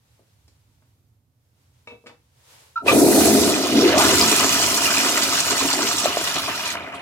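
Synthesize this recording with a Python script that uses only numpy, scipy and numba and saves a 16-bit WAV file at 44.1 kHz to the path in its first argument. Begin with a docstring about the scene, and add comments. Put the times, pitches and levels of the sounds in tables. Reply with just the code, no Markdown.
"""A pressure-valve toilet flushes in a small tiled bathroom, heard from just above the bowl.
Over a ventilation rumble, the raised seat is knocked and a sleeve brushes past (0-2.6 s).
The valve squeaks, chatters and opens (2.9 s); a submerged jet roars, its bubbles ringing the bowl.
The siphon slurps and breaks (4 s) into splashing, spray and drops; the trap gulps, the pool sloshes.
The valve shuts (6.75 s) and the last water trickles off the rim."""
import sys
import numpy as np
from scipy import signal
from scipy.fft import rfft, irfft, next_fast_len
from scipy.io import wavfile
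from scipy.ndimage import uniform_filter1d
from numba import njit

SR = 44100
rng = np.random.default_rng(int(sys.argv[2]) if len(sys.argv) > 2 else 0)


def int16_out(signal):
    """Quantize to a 16-bit WAV file."""
    q = np.round(np.clip(np.atleast_2d(signal).T, -1, 1) * 32767)
    wavfile.write(sys.argv[1], SR, q.astype(np.int16))


N = 309141
TIME_S = np.arange(N) / SR
FFT_SIZE = next_fast_len(N + SR // 2, True)
FREQ_HZ = np.maximum(np.arange(FFT_SIZE // 2 + 1) * SR / FFT_SIZE, 1)
SIDE_SIGN = np.array([[1], [-1]])
BOWL_LAG_S, CENTRE_LAG_S = 0.00012, 0.00003  # right channel behind left
# valve opens, air enters the rim, siphon breaks, valve throttles back, valve shuts
OPEN_S, AIR_IN_S, BREAK_S, THROTTLE_S, SHUT_S = 2.865, 3.38, 3.975, 6.07, 6.75


def flush():
    """Bubbles ring the drain and bowl; the supply surges and sputters more as air enters the stream."""
    rim_full, eased = supply_stages()
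    rumble_db, roar_db, pocket_db = jet_levels(rim_full)
    splash_db, spray_db, mist_db = rim_levels(rim_full, eased)
    aeration = np.interp(TIME_S, [3.4, 4.1, 6.0], [.35, .75, 1])
    surge, sputter = aeration * walk(70), aeration * walk(150)
    water = placed(bowl_roar(surge), roar_db, pan_db=0.68)
    water += placed(air_pocket(surge), pocket_db, pan_db=1.0)
    water += placed(drain_rumble(surge), rumble_db, pan_db=-4.0)
    water += placed(splashing(surge, sputter, rim_full), splash_db, pan_db=-0.56)
    water += placed(rim_spray(surge, sputter, rim_full, eased), spray_db, pan_db=-2.35)
    water += placed(mist(surge, sputter), mist_db, pan_db=0.93)
    opened = ramp(OPEN_S - .025, 0.078) ** 2
    return rim_filling(water) * opened


def supply_stages():
    """Two shares, 0 to 1: rim running full; supply eased while the bowl drains."""
    rim_full = 1 - ramp(AIR_IN_S, 0.36)
    eased = ramp(AIR_IN_S + 0.26, 0.26) * (1 - ramp(BREAK_S, 0.012))
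    return rim_full, eased


# submerged jet (time [s], level [dB])
JET_ENVELOPE = [(2.81, -27), (2.87, -29), (2.94, -15.5), (3.22, -15.5), (3.42, -19), (3.49, -22.5),
                (3.7, -24.5), (3.79, -18.5), (3.9, -22.5), (4.16, -20.5), (4.55, -31), (5.3, -37),
                (5.6, -38.5), (7.0, -46.5)]
# pool sloshing back into the trap (crest time [s], nominal length [s], roar [dB], splash [dB])
POOL_SLOSHES = [(4.43, 0.057, -35, -24), (5.077, 0.39, -29.5, -54), (5.524, 0.085, -30.5, -34),
                (5.647, 0.085, -30, -32), (5.81, 0.13, -28, -32.5), (6.061, 0.11, -31.5, -34),
                (6.204, 0.04, -33, -41), (6.367, 0.031, -30.5, -29.5), (6.493, 0.053, -34, -39)]
def jet_levels(rim_full):
    """Rumble, roar and air pocket in dB: the jet drives all three, sloshes swell the last two."""
    full_roar_db = -15
    pressure_db = 3 * rim_full
    jet_db = curves(JET_ENVELOPE)[0]
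    sloshes = [undb(db) * hump(s, length_s * 0.4, length_s * 0.53)
               for s, length_s, db, _ in POOL_SLOSHES]
    roar_db = power_sum_db(undb(jet_db + walk(14)), *sloshes)
    rumble_db = -33 + 0.5 * (jet_db - full_roar_db) + 2.0 * walk(12)
    pocket_db = -25.5 + 0.49 * (roar_db - full_roar_db)
    return rumble_db + pressure_db, roar_db, pocket_db + pressure_db


# supply at the rim, heard as spray (time [s], level [dB])
SUPPLY_ENVELOPE = [(2.85, -52), (2.882, -33.5), (2.99, -26.5), (3.06, -28.5), (3.2, -24), (3.4, -26),
                   (3.68, -30), (3.82, -25), (3.96, -29), (3.99, -23), (4.6, -24), (6.03, -28),
                   (6.11, -31.5), (6.27, -28), (6.53, -35), (6.65, -32.5), (6.68, -34), (6.73, -31.5),
                   (6.77, -51.5), (7.0, -61)]
def rim_levels(rim_full, eased):
    """Splash, spray and mist in dB: splashing leaps as the bowl empties and fades as it refills."""
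    supply_db = curves(SUPPLY_ENVELOPE)[0]
    refill_s = np.maximum(TIME_S - BREAK_S, 0)
    splash_sag_db_per_s, mist_sag_db_per_s = 3.5, 1
    pour_db = -30 + 7 * ramp(BREAK_S - .06, 0.33) + 1.4 * rim_full * (supply_db + 26)
    pour_db -= splash_sag_db_per_s * refill_s + 4.5 * ramp(SHUT_S + 0.044, 0.1)
    slam = undb(-23) * hump(OPEN_S + 0.025, rise_s=0.025, fall_s=0.057)
    sloshes = [undb(db) * hump(s, length_s * 0.65, length_s * 0.22)
               for s, length_s, _, db in POOL_SLOSHES]
    splash_db = power_sum_db(undb(pour_db + 0.81 * walk(16)), slam, *sloshes)
    spray_db = supply_db + 0.4 * walk(20)
    thinning_db = 11 * eased + (1 - eased) * (6 + mist_sag_db_per_s * refill_s)
    return splash_db, spray_db, spray_db - (1 - rim_full) * thinning_db


# full bowl and trap (frequency [Hz], width [Hz], level [dB])
FULL_BOWL_MODES = [(218, 11.7, 1), (270.2, 6.9, 7), (300, 17, 0), (327, 9, 0.5), (363.4, 10.6, 0.5),
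                   (403, 27, -0.5), (432, 33, -6.5), (514, 43, -8)]
def bowl_roar(surge):
    """The jet's bubbles ring the full bowl."""
    swarm = bubbles(162, 654, cycles=14.8, spread_db=0.62, count=5000)
    return stream(swarm, cavity(FULL_BOWL_MODES, 190, 522), 0.2 * surge, wet_db=-5.5, width=0.75)


# air pocket (frequency [Hz], width [Hz], level [dB])
POCKET_MODES = [(634, 114, 10.5), (697, 24, 15), (693, 19, 6), (853, 6.5, 4.5), (937, 10, 11),
                (930, 13, 6.5)]
def air_pocket(surge):
    """Bubbles ring the air held at the trap mouth."""
    swarm = bubbles(517, 1140, cycles=21, spread_db=1.8, count=3000)
    return stream(swarm, cavity(POCKET_MODES, 310, 870), 1.3 * surge, wet_db=-4.5, width=0.64)


# drain (frequency [Hz], width [Hz], level [dB])
DRAIN_MODES = [(80.6, 8.3, -2), (115, 46, -14.5), (157, 70, -7)]
def drain_rumble(surge):
    """The largest bubbles ring the drain."""
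    swarm = bubbles(42.3, 186, cycles=9.6, spread_db=3.6, count=2000)
    return stream(swarm, cavity(DRAIN_MODES, 67, 260), surge, wet_db=4.1, width=0.17)


# open bowl (frequency [Hz], width [Hz], level [dB])
OPEN_BOWL_MODES = [(913, 140, 4), (1020, 140, -0.5), (1193, 25, 0), (1285, 87, 3), (1429, 29, 3),
                   (1544, 33, 0.5), (1736, 140, -2.5), (2006, 154, 0), (2443, 143, 2.5), (2705, 110, -2.5),
                   (2940, 250, 1.5)]
def splashing(surge, sputter, rim_full):
    """Small bubbles ring the open bowl; once the valve shuts, the pool only laps."""
    swarm = bubbles(936, 3485, cycles=30.4, spread_db=3.3, count=6000)
    flutter_db = 1.3 * surge + 1.5 * sputter
    splash = stream(swarm, cavity(OPEN_BOWL_MODES, 870, 6800), flutter_db, wet_db=0.5, width=0.8)
    splash = blend_eq(splash, rim_full, [(2500, -0.5), (2950, -4.5), (3600, 10.5)])
    splash = blend_eq(splash, ramp(SHUT_S, 0.068), [(2400, 0), (3200, -6), (5000, -9)])
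    return shimmer(splash, depth_db=1.6)


# spray colour (frequency [Hz], gain [dB])
SPRAY_EQ = [(1500, -60), (2600, -15), (3300, 4.5), (3800, 2.5), (5000, 0.5), (6300, 1.5), (7400, 0.5),
            (8300, 0), (9500, -4), (12000, -21)]
# rim channel (frequency [Hz], width [Hz], level [dB])
RIM_MODES = [(3450, 190, 1), (3660, 760, 2), (3960, 130, 4), (4260, 190, 6), (4550, 223, 3.5),
             (4720, 150, 4), (5090, 350, 7), (5610, 200, 8.5), (5950, 140, 7), (6500, 250, 5.5),
             (6890, 240, 6), (7400, 250, 7), (7270, 200, 2), (7890, 240, 2.5), (8260, 160, 6)]
# supply pipe at full pressure (frequency [Hz], width [Hz], level [dB])
PIPE_MODES = [(4030, 650, 5), (4370, 410, 9), (5350, 260, 9.5), (6240, 520, 10.5), (7300, 600, 8.5),
              (7900, 230, 12), (9850, 140, 13)]
def rim_spray(surge, sputter, rim_full, eased):
    """Pipe hiss gives way to spray, duller on a weak supply and hollow while the water is lowest."""
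    swarm = bubbles(2780, 9330, cycles=17, spread_db=4.2, count=20000)
    colour = slope(SPRAY_EQ) * cavity(RIM_MODES, 2500, 11000)
    spray = stream(swarm, colour, surge + 3.0 * sputter, wet_db=1.0, width=0.86)
    hiss = unit(filtered(rng.standard_normal((2, N)), cavity(PIPE_MODES, 3300, 12300))) * undb(walk(90))
    spray = np.sqrt(rim_full) * hiss + np.sqrt(1 - rim_full) * unit(spray)
    dull = eased + 0.75 * ramp(THROTTLE_S, 0.053)
    spray = blend_eq(spray, dull, [(4000, 1.5), (6000, -3.0), (8000, -8.5)])
    hollow = hump(4.85, rise_s=0.39, fall_s=0.15)
    spray = blend_eq(spray, hollow, [(3000, 11), (3400, -5), (3750, -4), (4400, -0.5), (5000, -0.5)])
    return shimmer(spray, depth_db=1.8)


# mist colour (frequency [Hz], gain [dB])
MIST_EQ = [(4000, -60), (7500, -19), (8800, 10), (10000, 8), (11000, 8), (12300, 8), (14000, 4.5),
           (16000, -3)]
def mist(surge, sputter):
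    """The finest bubbles fizz above the spray."""
    swarm = bubbles(7100, 15400, cycles=4.3, spread_db=8.0, count=30000)
    fizz = stream(swarm, slope(MIST_EQ), 0.65 * surge + 2.4 * sputter, wet_db=3.0, width=0.91)
    return shimmer(fizz, depth_db=2.1)


def rim_filling(x):
    """A notch glides up through the first rush and closes as water fills the rim."""
    deepest_s, centre_hz, climb_hz_per_s, width_hz = 3.02, 3150, 3900, 320
    hz, s, frames = signal.stft(x, SR, nperseg=512)
    depth_db = -7 * np.interp(s, TIME_S, hump(deepest_s, 0.08, 0.11))
    offset = (hz[:, None] - centre_hz - climb_hz_per_s * (s - deepest_s)) / width_hz
    return signal.istft(frames * undb(depth_db * np.exp(-offset ** 2)))[1][..., :N]


# siphon drawing air (time [s], pitch [Hz], level [dB])
SIPHON_GLIDE = [(3.70, 229.8, -32), (3.76, 255.8, -18), (3.81, 383.6, -17), (3.89, 385.4, -17.5),
                (3.92, 539.4, -24), (3.965, 682.4, -16.5), (4.0, 1020, -19.5), (4.05, 1245, -20.5),
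                (4.12, 1372, -32)]
def siphon():
    """A shrinking air cavity in the trap, shaken at random: a rising slurp that frays into a splash."""
    hz, db = curves(SIPHON_GLIDE)
    fray = np.clip(hz / 1000, 0, 1) ** 2
    shake = [(1 - fray) * walk(230) + fray * walk(1200) for _ in range(2)]
    phase = 2 * np.pi * np.cumsum(hz) / SR
    slurp = steady(shake[0] * np.sin(phase) + shake[1] * np.cos(phase))
    sucking = (TIME_S > SIPHON_GLIDE[0][0]) & (TIME_S < SIPHON_GLIDE[-1][0])
    return bathroom(in_bowl(slurp * undb(db) * sucking, ring_db=-5), wet_db=-7, t60_s=0.23)


# gulps of air (time [s], level [dB], pitch [Hz], rise [cycles], slap re level [dB])
TRAP_GULPS = [(2.861, -19, 430, 1.2, -7), (2.913, -18, 330, 1, -7), (3.968, -17, 670, 1, -7),
              (4.423, -19, 800, 0.8, -3), (4.4435, -14.5, 720, 0.6, -4), (4.462, -19, 1000, 2, -4),
              (4.599, -20, 750, 1.2, -7), (4.922, -17, 1330, 1.5, -6), (5.468, -23, 676, 1, -6),
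              (5.526, -20, 1200, 1.5, -7), (5.626, -22, 320, 0.8, -5), (5.648, -22, 315, 0.7, -4),
              (5.736, -16, 790, 1, -5), (5.772, -25, 290, 1, -6), (5.79, -17, 1050, 1.2, -3),
              (5.8, -24, 330, 1, -5), (5.811, -17.5, 1130, 2, -7), (5.829, -21, 1400, 2, -7),
              (5.835, -27, 340, 0.8, -5), (5.912, -17.5, 1140, 1.6, -8), (5.94, -25, 300, 0.7, -6),
              (6.0565, -9.5, 620, 0.7, -10), (6.074, -22, 1200, 2, -6), (6.17, -15, 600, 0.6, -3),
              (6.211, -26, 680, 1, -4), (6.361, -24, 976, 2, -7), (6.434, -24, 1030, 2.5, -8),
              (6.482, -21, 1250, 2, -8), (6.657, -24, 1210, 1.5, -6), (6.753, -16.5, 1230, 1.1, -6),
              (6.94, -28, 1100, 2.5, -8)]
def gulps():
    """Large air pockets collapse in the trap: a few ragged cycles and a wet slap each."""
    out, t = np.zeros(N), TIME_S[:SR // 10]
    for s, db, hz, cycles, slap_db in TRAP_GULPS:
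        age = t * hz / cycles
        ragged = 1 + .16 * walk(hz)[:len(t)]
        envelope = np.sqrt(age) * np.exp((1 - age) / 2)
        tone = envelope * np.sin(2 * np.pi * hz * np.cumsum(ragged) / SR)
        band = signal.butter(1, [hz * .3, hz * 3.2], "band", fs=SR, output="sos")
        slap = unit(signal.sosfilt(np.vstack([band, band]), rng.standard_normal(len(t))))
        add(out, s, undb(db) * (tone + undb(slap_db) * np.exp(-t * hz / 2) * slap))
    return bathroom(in_bowl(out, ring_db=-7), wet_db=-9, t60_s=.18)


# loudest drops into the pool (time [s], level [dB], pitch [Hz], ring [cycles])
POOL_DROPS = [(3.641, -15, 5060, 100), (3.813, -15, 5340, 100), (4.212, -1, 4930, 80),
              (4.248, -20, 2360, 80), (4.399, -15, 2870, 70), (4.827, -19, 2820, 70),
              (4.857, -10.5, 2790, 90), (4.877, -18, 2400, 90), (5.091, -16, 2840, 80),
              (5.178, -14, 1410, 40), (5.287, -17, 1370, 40), (5.458, -23, 2460, 140),
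              (5.514, -17, 8000, 160), (5.6, -17, 4060, 90), (5.653, -22, 2750, 100),
              (5.679, -15, 5400, 100), (5.749, -16, 7150, 160), (5.87, -19, 2870, 80),
              (6.036, -15, 5600, 90), (6.127, -23, 2840, 70), (6.212, -23, 1550, 50),
              (6.363, -21, 4070, 100), (6.378, -24, 2900, 70), (6.462, -21, 2470, 130),
              (6.578, -23, 5700, 160), (6.637, -22, 2870, 100), (6.704, -22, 6560, 140),
              (6.896, -33, 2370, 80)]
def drops():
    """Each drop traps a bubble that plinks; the patter follows the splash, the finest the spray."""
    s, db, hz, cycles = np.transpose(POOL_DROPS).copy()
    splash_db, spray_db, _ = rim_levels(*supply_stages())
    plinks = ring(s, hz, cycles, undb(db), glide=.06)
    patter = unit(bubbles(950, 3000, cycles=45, spread_db=2.2, count=600)) * undb(splash_db - 12.5)
    fine = unit(bubbles(3900, 8400, cycles=100, spread_db=2.2, count=600)) * undb(spray_db - 12.5)
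    falling = ramp(BREAK_S - .17, 0.28) - 0.5 * ramp(SHUT_S, .05)
    return bathroom(plinks + (patter + fine) * falling, wet_db=-5, t60_s=.09, lag_s=CENTRE_LAG_S)


# spits of spray (time [s], peak [dB], low edge [Hz], high edge [Hz], decay [s])
RIM_SPITS = [(3.982, -5, 3000, 7000, 0.004), (4.04, -9, 8500, 12000, 0.002), (4.184, -4, 4200, 7000, 0.005),
             (4.196, -6, 5000, 8200, 0.002), (4.3635, -0.5, 7000, 15000, 0.0018),
             (4.395, -9, 4800, 6500, 0.004), (4.774, -8, 4500, 8200, 0.004),
             (5.122, -13, 6000, 10000, 0.003), (5.404, -6, 5500, 8000, 0.003),
             (5.73, -10.5, 4000, 8000, 0.003), (5.869, -15, 1700, 3800, 0.009),
             (5.993, -12, 3000, 9500, 0.003), (6.0, -10, 4000, 10000, 0.004),
             (6.046, -13, 3000, 6500, 0.002), (6.357, -18, 2300, 4800, 0.009),
             (6.677, -15, 3500, 10000, 0.004)]
def spits():
    """Trapped air bursts out of the rim holes in short bright cracks."""
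    out, t = np.zeros(N), TIME_S[:SR // 20]
    for s, db, low_hz, high_hz, decay_s in RIM_SPITS:
        band = signal.butter(2, [low_hz, high_hz], "band", fs=SR, output="sos")
        crack = signal.sosfilt(band, rng.standard_normal(len(t))) * np.exp(-t / decay_s)
        add(out, s, undb(db) * crack / abs(crack).max())
    return bathroom(out, wet_db=-6, t60_s=0.1, lag_s=CENTRE_LAG_S)


# last trickles (time [s], level [dB], fall [s])
RIM_TRICKLES = [(6.77, -40, 0.01), (6.824, -41, 0.016), (6.862, -51, 0.008), (6.942, -38.5, 0.028),
                (6.992, -44, 0.015)]
# trickle colour (frequency [Hz], gain [dB])
TRICKLE_EQ = [(4200, 3), (5200, -12), (9000, -11.5)]
def trickle():
    """With the valve shut, the last water runs off the rim in separate small splashes."""
    swarm = steady(bubbles(2370, 10000, cycles=23, spread_db=5.6, count=9000))
    droplets = unit(filtered(swarm, slope(TRICKLE_EQ)))
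    runs = sum(undb(db) * hump(s, 0.0034, fall_s) for s, db, fall_s in RIM_TRICKLES)
    return bathroom(droplets * runs, wet_db=7, t60_s=0.097)


# stick-slip tones (time [s], length [s], start pitch [Hz], end pitch [Hz], level [dB])
VALVE_SQUEAKS = [(2.757, 0.018, 1378, 1334, -18), (2.77, 0.015, 1340, 1350, -18),
                 (2.762, 0.045, 1004, 900, -35.5), (2.778, 0.013, 1320, 1310, -29),
                 (2.793, 0.031, 1338, 1320, -30), (2.88, 0.0073, 2560, 2470, -3),
                 (2.881, 0.029, 1172, 1190, -10.5), (2.878, 0.03, 546, 536, -16),
                 (2.89, 0.022, 2300, 2460, -15)]
def valve():
    """The handle squeaks and scrapes the valve body, then the seal chatters as it lifts."""
    tones, rubbing = np.zeros(N), np.zeros(N)
    for s, length_s, start_hz, end_hz, db in VALVE_SQUEAKS:
        progress = np.linspace(0, 1, int(length_s * SR))
        jitter = 1 + 0.013 * walk(600)[:len(progress)]
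        hz = (start_hz + (end_hz - start_hz) * progress) * jitter
        phase = 2 * np.pi * np.cumsum(hz) / SR
        tone = np.sin(phase) + undb(-41) * (np.sin(2 * phase) + np.sin(3 * phase))
        rasp = 1 + .08 * walk(900)[:len(progress)]
        force = undb(db) * abs(np.sin(np.pi * progress)) * rasp
        add(tones, s, force * tone)
        add(rubbing, s, force)
    body_modes = [(2450, 220, -1), (2730, 90, 1), (3780, 120, -4), (4000, 110, 4), (5300, 400, -10)]
    scrape = rubbing * unit(filtered(rng.standard_normal(N), cavity(body_modes, 2200, 7000)))
    return bathroom(tones + undb(-27.5) * scrape, wet_db=-6, t60_s=.17)


# seat and hinge knocks (time [s], peak [dB], high edge [Hz], rattle decay [s], relative ring [dB])
SEAT_KNOCKS = [(0.193, -47, 625, 0.017, -35), (0.48, -44, 7000, 0.0046, -21),
               (0.822, -55, 1500, 0.0065, -25), (1.873, -36, 4200, 0.015, 5), (1.907, -43, 3500, 0.008, 9),
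               (1.919, -39, 805, 0.02, -5), (2.039, -54, 610, 0.035, 0), (2.06, -35.5, 2200, 0.021, -15),
               (2.068, -33, 4160, 0.0093, -8), (2.094, -37, 1300, 0.019, -7.5)]
# plastic seat (frequency [Hz], level [dB], t60 [s])
SEAT_MODES = [(226, -12, 0.068), (475, 3.5, 0.15), (628, -1, 0.083), (950, 2, 0.094), (1185, 0, 0.065),
              (2265, 9, 0.05), (2350, -3, 0.06), (2623, 6.5, 0.19), (3470, -10, .14), (3700, -6, 0.092),
              (3850, -4, 0.074), (6137, -14, .12)]
def seat():
    """Each knock is a clack and a short rattle in the hinge; its first push rings the seat."""
    clacks, drive, t = np.zeros(N), np.zeros(N), TIME_S[:SR // 3]
    for s, db, high_hz, rattle_s, ring_db in SEAT_KNOCKS:
        band = signal.butter(2, [170, high_hz], "band", fs=SR, output="sos")
        contact = signal.sosfilt(band, rng.standard_normal(len(t)) * np.exp(-t / rattle_s))
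        contact = undb(db) * contact / abs(contact).max()
        push = signal.sosfilt(band, signal.unit_impulse(len(t)))
        add(clacks, s, contact)
        add(drive, s, undb(ring_db) * unit(push) * contact.std())
    body = sum((-1) ** k * undb(db - 60 * t / t60_s) * np.sin(2 * np.pi * hz * t)
               for k, (hz, db, t60_s) in enumerate(SEAT_MODES))
    ringing = filtered(drive, rfft(body / np.sqrt(np.sum(body ** 2)), FFT_SIZE))
    return bathroom(clacks + ringing, wet_db=-1.3, t60_s=0.24)


# cloth colour (frequency [Hz], gain [dB])
SLEEVE_EQ = [(180, -50), (300, -16), (470, -5.5), (737, -9.5), (915, -5), (1120, -9.5), (1930, -10.5),
             (3640, -10), (7820, -13), (10900, -15.5), (16000, -23)]
# arm strokes (crest time [s], rise [s], fall [s], level [dB])
SLEEVE_STROKES = [(0.15, .2, 0.2, -67.5), (0.6, 0.34, 0.39, -68.5), (1.76, 0.29, 0.63, -68),
                  (2.58, 0.18, 0.17, -52.5)]
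def sleeve():
    """Soft friction of cloth, swelling and fading with each stroke of the arm."""
    rub = unit(filtered(rng.standard_normal((2, N)), slope(SLEEVE_EQ)))
    strokes = sum(undb(db) * hump(s, rise_s, fall_s) for s, rise_s, fall_s, db in SLEEVE_STROKES)
    return rub * strokes * undb(walk(25.8))


# room tone colour (frequency [Hz], gain [dB])
ROOM_EQ = [(25, -23), (48, -31), (64, -10), (105, -4.5), (127, -8.5), (185, -23), (260, -22), (384, -31),
           (520, -32), (1700, -45), (9000, -48), (14500, -45), (16000, -57)]
def room_tone():
    """A low, nearly mono ventilation rumble under faint hiss."""
    mid, side = filtered(rng.standard_normal((2, N)), slope(ROOM_EQ))
    side = filtered(side, np.clip(FREQ_HZ / 1200, .15, 1))
    return placed(mid + SIDE_SIGN * side, -62.5 + walk(5.9), pan_db=-2.5)


def bubbles(low_hz, high_hz, cycles, spread_db, count):
    """A swarm of bubbles, many faint and a few loud, each starting inwards or outwards."""
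    when, pitch, luck, sign = rng.random((count, 4)).T
    hz = low_hz * (high_hz / low_hz) ** pitch
    gain = undb(spread_db * np.minimum(-np.log(1 - luck), 4)) * hz * np.sign(sign - .5)
    return ring(when * N / SR, hz, np.full(count, float(cycles)), gain, glide=.2)


@njit
def ring(start_s, hz, cycles, gain, glide):
    """Bubbles: sines that die by 60 dB in so many cycles while their pitch rises."""
    out = np.zeros(N)
    for k in range(len(start_s)):
        first, length, phase = int(start_s[k] * SR), cycles[k] * SR / hz[k], 0.
        for i in range(min(int(length), N - first)):
            phase += 2 * np.pi * hz[k] / SR * (1 + glide * i / length)
            out[first + i] += gain[k] * np.exp(-6.9 * i / length) * np.sin(phase)
    return out


def stream(swarm, colour, flutter_db, wet_db, width, t60_s=0.27):
    """Moving water: the swarm itself, plus a diffuse wash from the tiles that follows its power."""
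    direct = steady(filtered(swarm, colour) * undb(flutter_db))
    pole = np.exp(-np.log(1e6) / (t60_s * SR))
    swell = np.sqrt(signal.lfilter([1 - pole], [1, -pole], direct ** 2) + 1e-18)
    mid, side = (steady(noise) for noise in filtered(rng.standard_normal((2, N)), colour))
    wash = swell * (mid + SIDE_SIGN * width * side) / np.sqrt(1 + width ** 2)
    lagged = filtered(direct, np.exp(-2j * np.pi * FREQ_HZ * BOWL_LAG_S))
    return np.array([direct, lagged]) + undb(wet_db) * wash


def shimmer(x, depth_db):
    """The churning surface shifts the resonances: each narrow band swells and sinks on its own."""
    frames = signal.stft(x, nperseg=512)[2]
    swell = rng.standard_normal(frames.shape[-2:])
    swell = uniform_filter1d(uniform_filter1d(swell, size=3, axis=0), size=6, axis=1)
    return signal.istft(frames * undb(depth_db * unit(swell)))[1][..., :N]


def in_bowl(x, ring_db):
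    """A sound made in the trap loses its bass and rings the bowl and the air pocket."""
    lean = signal.sosfilt(signal.butter(4, 203, "high", fs=SR, output="sos"), x)
    ringing = np.zeros(N)
    for modes, trim_db in (FULL_BOWL_MODES, 0), (POCKET_MODES, -12.5):
        for hz, width_hz, db in modes:
            ringing += undb(db + trim_db) * signal.lfilter(*signal.iirpeak(hz, hz / width_hz, SR), lean)
    return (lean + undb(ring_db) * ringing) / np.sqrt(1 + undb(ring_db) ** 2)


def bathroom(x, wet_db, t60_s, lag_s=BOWL_LAG_S):
    """Direct sound plus dense tile reflections, which widen above the bass."""
    t = TIME_S[:SR // 2]
    tails = rng.standard_normal((2, len(t))) * undb(-60 * t / t60_s) * (t > .002)
    mid, side = (tail / np.sqrt(np.mean(abs(tail) ** 2)) for tail in rfft(tails, FFT_SIZE))
    width = np.minimum(FREQ_HZ / 1100, 1)
    tiles = (mid + SIDE_SIGN * width * side) / np.sqrt(1 + width ** 2)
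    direct = np.exp(-2j * np.pi * FREQ_HZ * lag_s * np.array([[0], [1]]))
    wet = undb(wet_db)
    return filtered(x, (direct + wet * tiles) / np.sqrt(1 + wet ** 2))


def cavity(modes, low_hz, high_hz):
    """Response of modes (frequency [Hz], width [Hz], level [dB]), falling steeply outside a band."""
    power = sum(undb(db) ** 2 / (1 + ((FREQ_HZ ** 2 - hz ** 2) / (FREQ_HZ * width_hz)) ** 2)
                for hz, width_hz, db in modes)
    return np.sqrt(power / (1 + (low_hz / FREQ_HZ) ** 8) / (1 + (FREQ_HZ / high_hz) ** 16))


def slope(points):
    """Response through points (frequency [Hz], gain [dB])."""
    hz, db = np.transpose(points)
    return undb(np.interp(np.log(FREQ_HZ), np.log(hz), db))


def filtered(x, response):
    """Apply a frequency response."""
    return irfft(rfft(x, FFT_SIZE) * response, FFT_SIZE)[..., :N]


def blend_eq(x, share, points):
    """Crossfade to a copy shaped by points (frequency [Hz], gain [dB])."""
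    return share * filtered(x, slope(points)) + (1 - share) * x


def walk(rate_hz):
    """Random levels held 1 / rate_hz s and slewed twice; spread near 1."""
    hold = max(int(SR / rate_hz), 40)
    steps = np.repeat(rng.standard_normal(8192)[:N // hold + 1], hold)
    return 1.3 * uniform_filter1d(uniform_filter1d(steps, hold), hold)[:N]


def curves(table):
    """Table columns, linearly interpolated in time."""
    s, *columns = np.transpose(table)
    return [np.interp(TIME_S, s, column) for column in columns]


def ramp(centre_s, length_s):
    """Linear rise from 0 to 1."""
    return np.clip((TIME_S - centre_s) / length_s + .5, 0, 1)


def hump(crest_s, rise_s, fall_s):
    """Smooth swell, peak 1."""
    return np.exp(-((TIME_S - crest_s) / np.where(TIME_S < crest_s, rise_s, fall_s)) ** 2)


def steady(x):
    """Even out slow swell, keep quick flutter."""
    return x / np.sqrt(uniform_filter1d(uniform_filter1d(x ** 2, size=4000), size=4000) + 1e-18)


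def placed(x, db, pan_db):
    """Set level and left-over-right balance."""
    return x / np.sqrt(np.mean(x.mean(0) ** 2)) * undb(db + SIDE_SIGN * pan_db / 2)


def add(track, start_s, sound):
    """Mix a sound in."""
    start = int(start_s * SR)
    part = sound[:max(N - start, 0)]
    track[start:start + len(part)] += part


def power_sum_db(*gains):
    """Level of unrelated sounds heard at once."""
    return 10 * np.log10(sum(gain ** 2 for gain in gains) + 1e-18)


def undb(db):
    """Decibels to gain."""
    return 10 ** (np.asarray(db) / 20)


def unit(x):
    """Scale to rms 1."""
    return x / np.sqrt(np.mean(x ** 2) + 1e-18)


def scene():
    """Everything in the bathroom."""
    water = flush() + siphon() + gulps() + drops() + spits() + trickle()
    return water + valve() + seat() + sleeve() + room_tone()


def record(dry):
    """High-pass at 30 Hz, soft peak limit, low-pass at 15.9 kHz."""
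    lean = signal.sosfilt(signal.butter(2, 30, "high", fs=SR, output="sos"), dry)
    rounded = lean / (1 + (lean / .9) ** 6) ** (1 / 6)
    return signal.sosfilt(signal.ellip(10, .2, 80, 15900, fs=SR, output="sos"), rounded)


dry = scene()
out = record(dry)
int16_out(out)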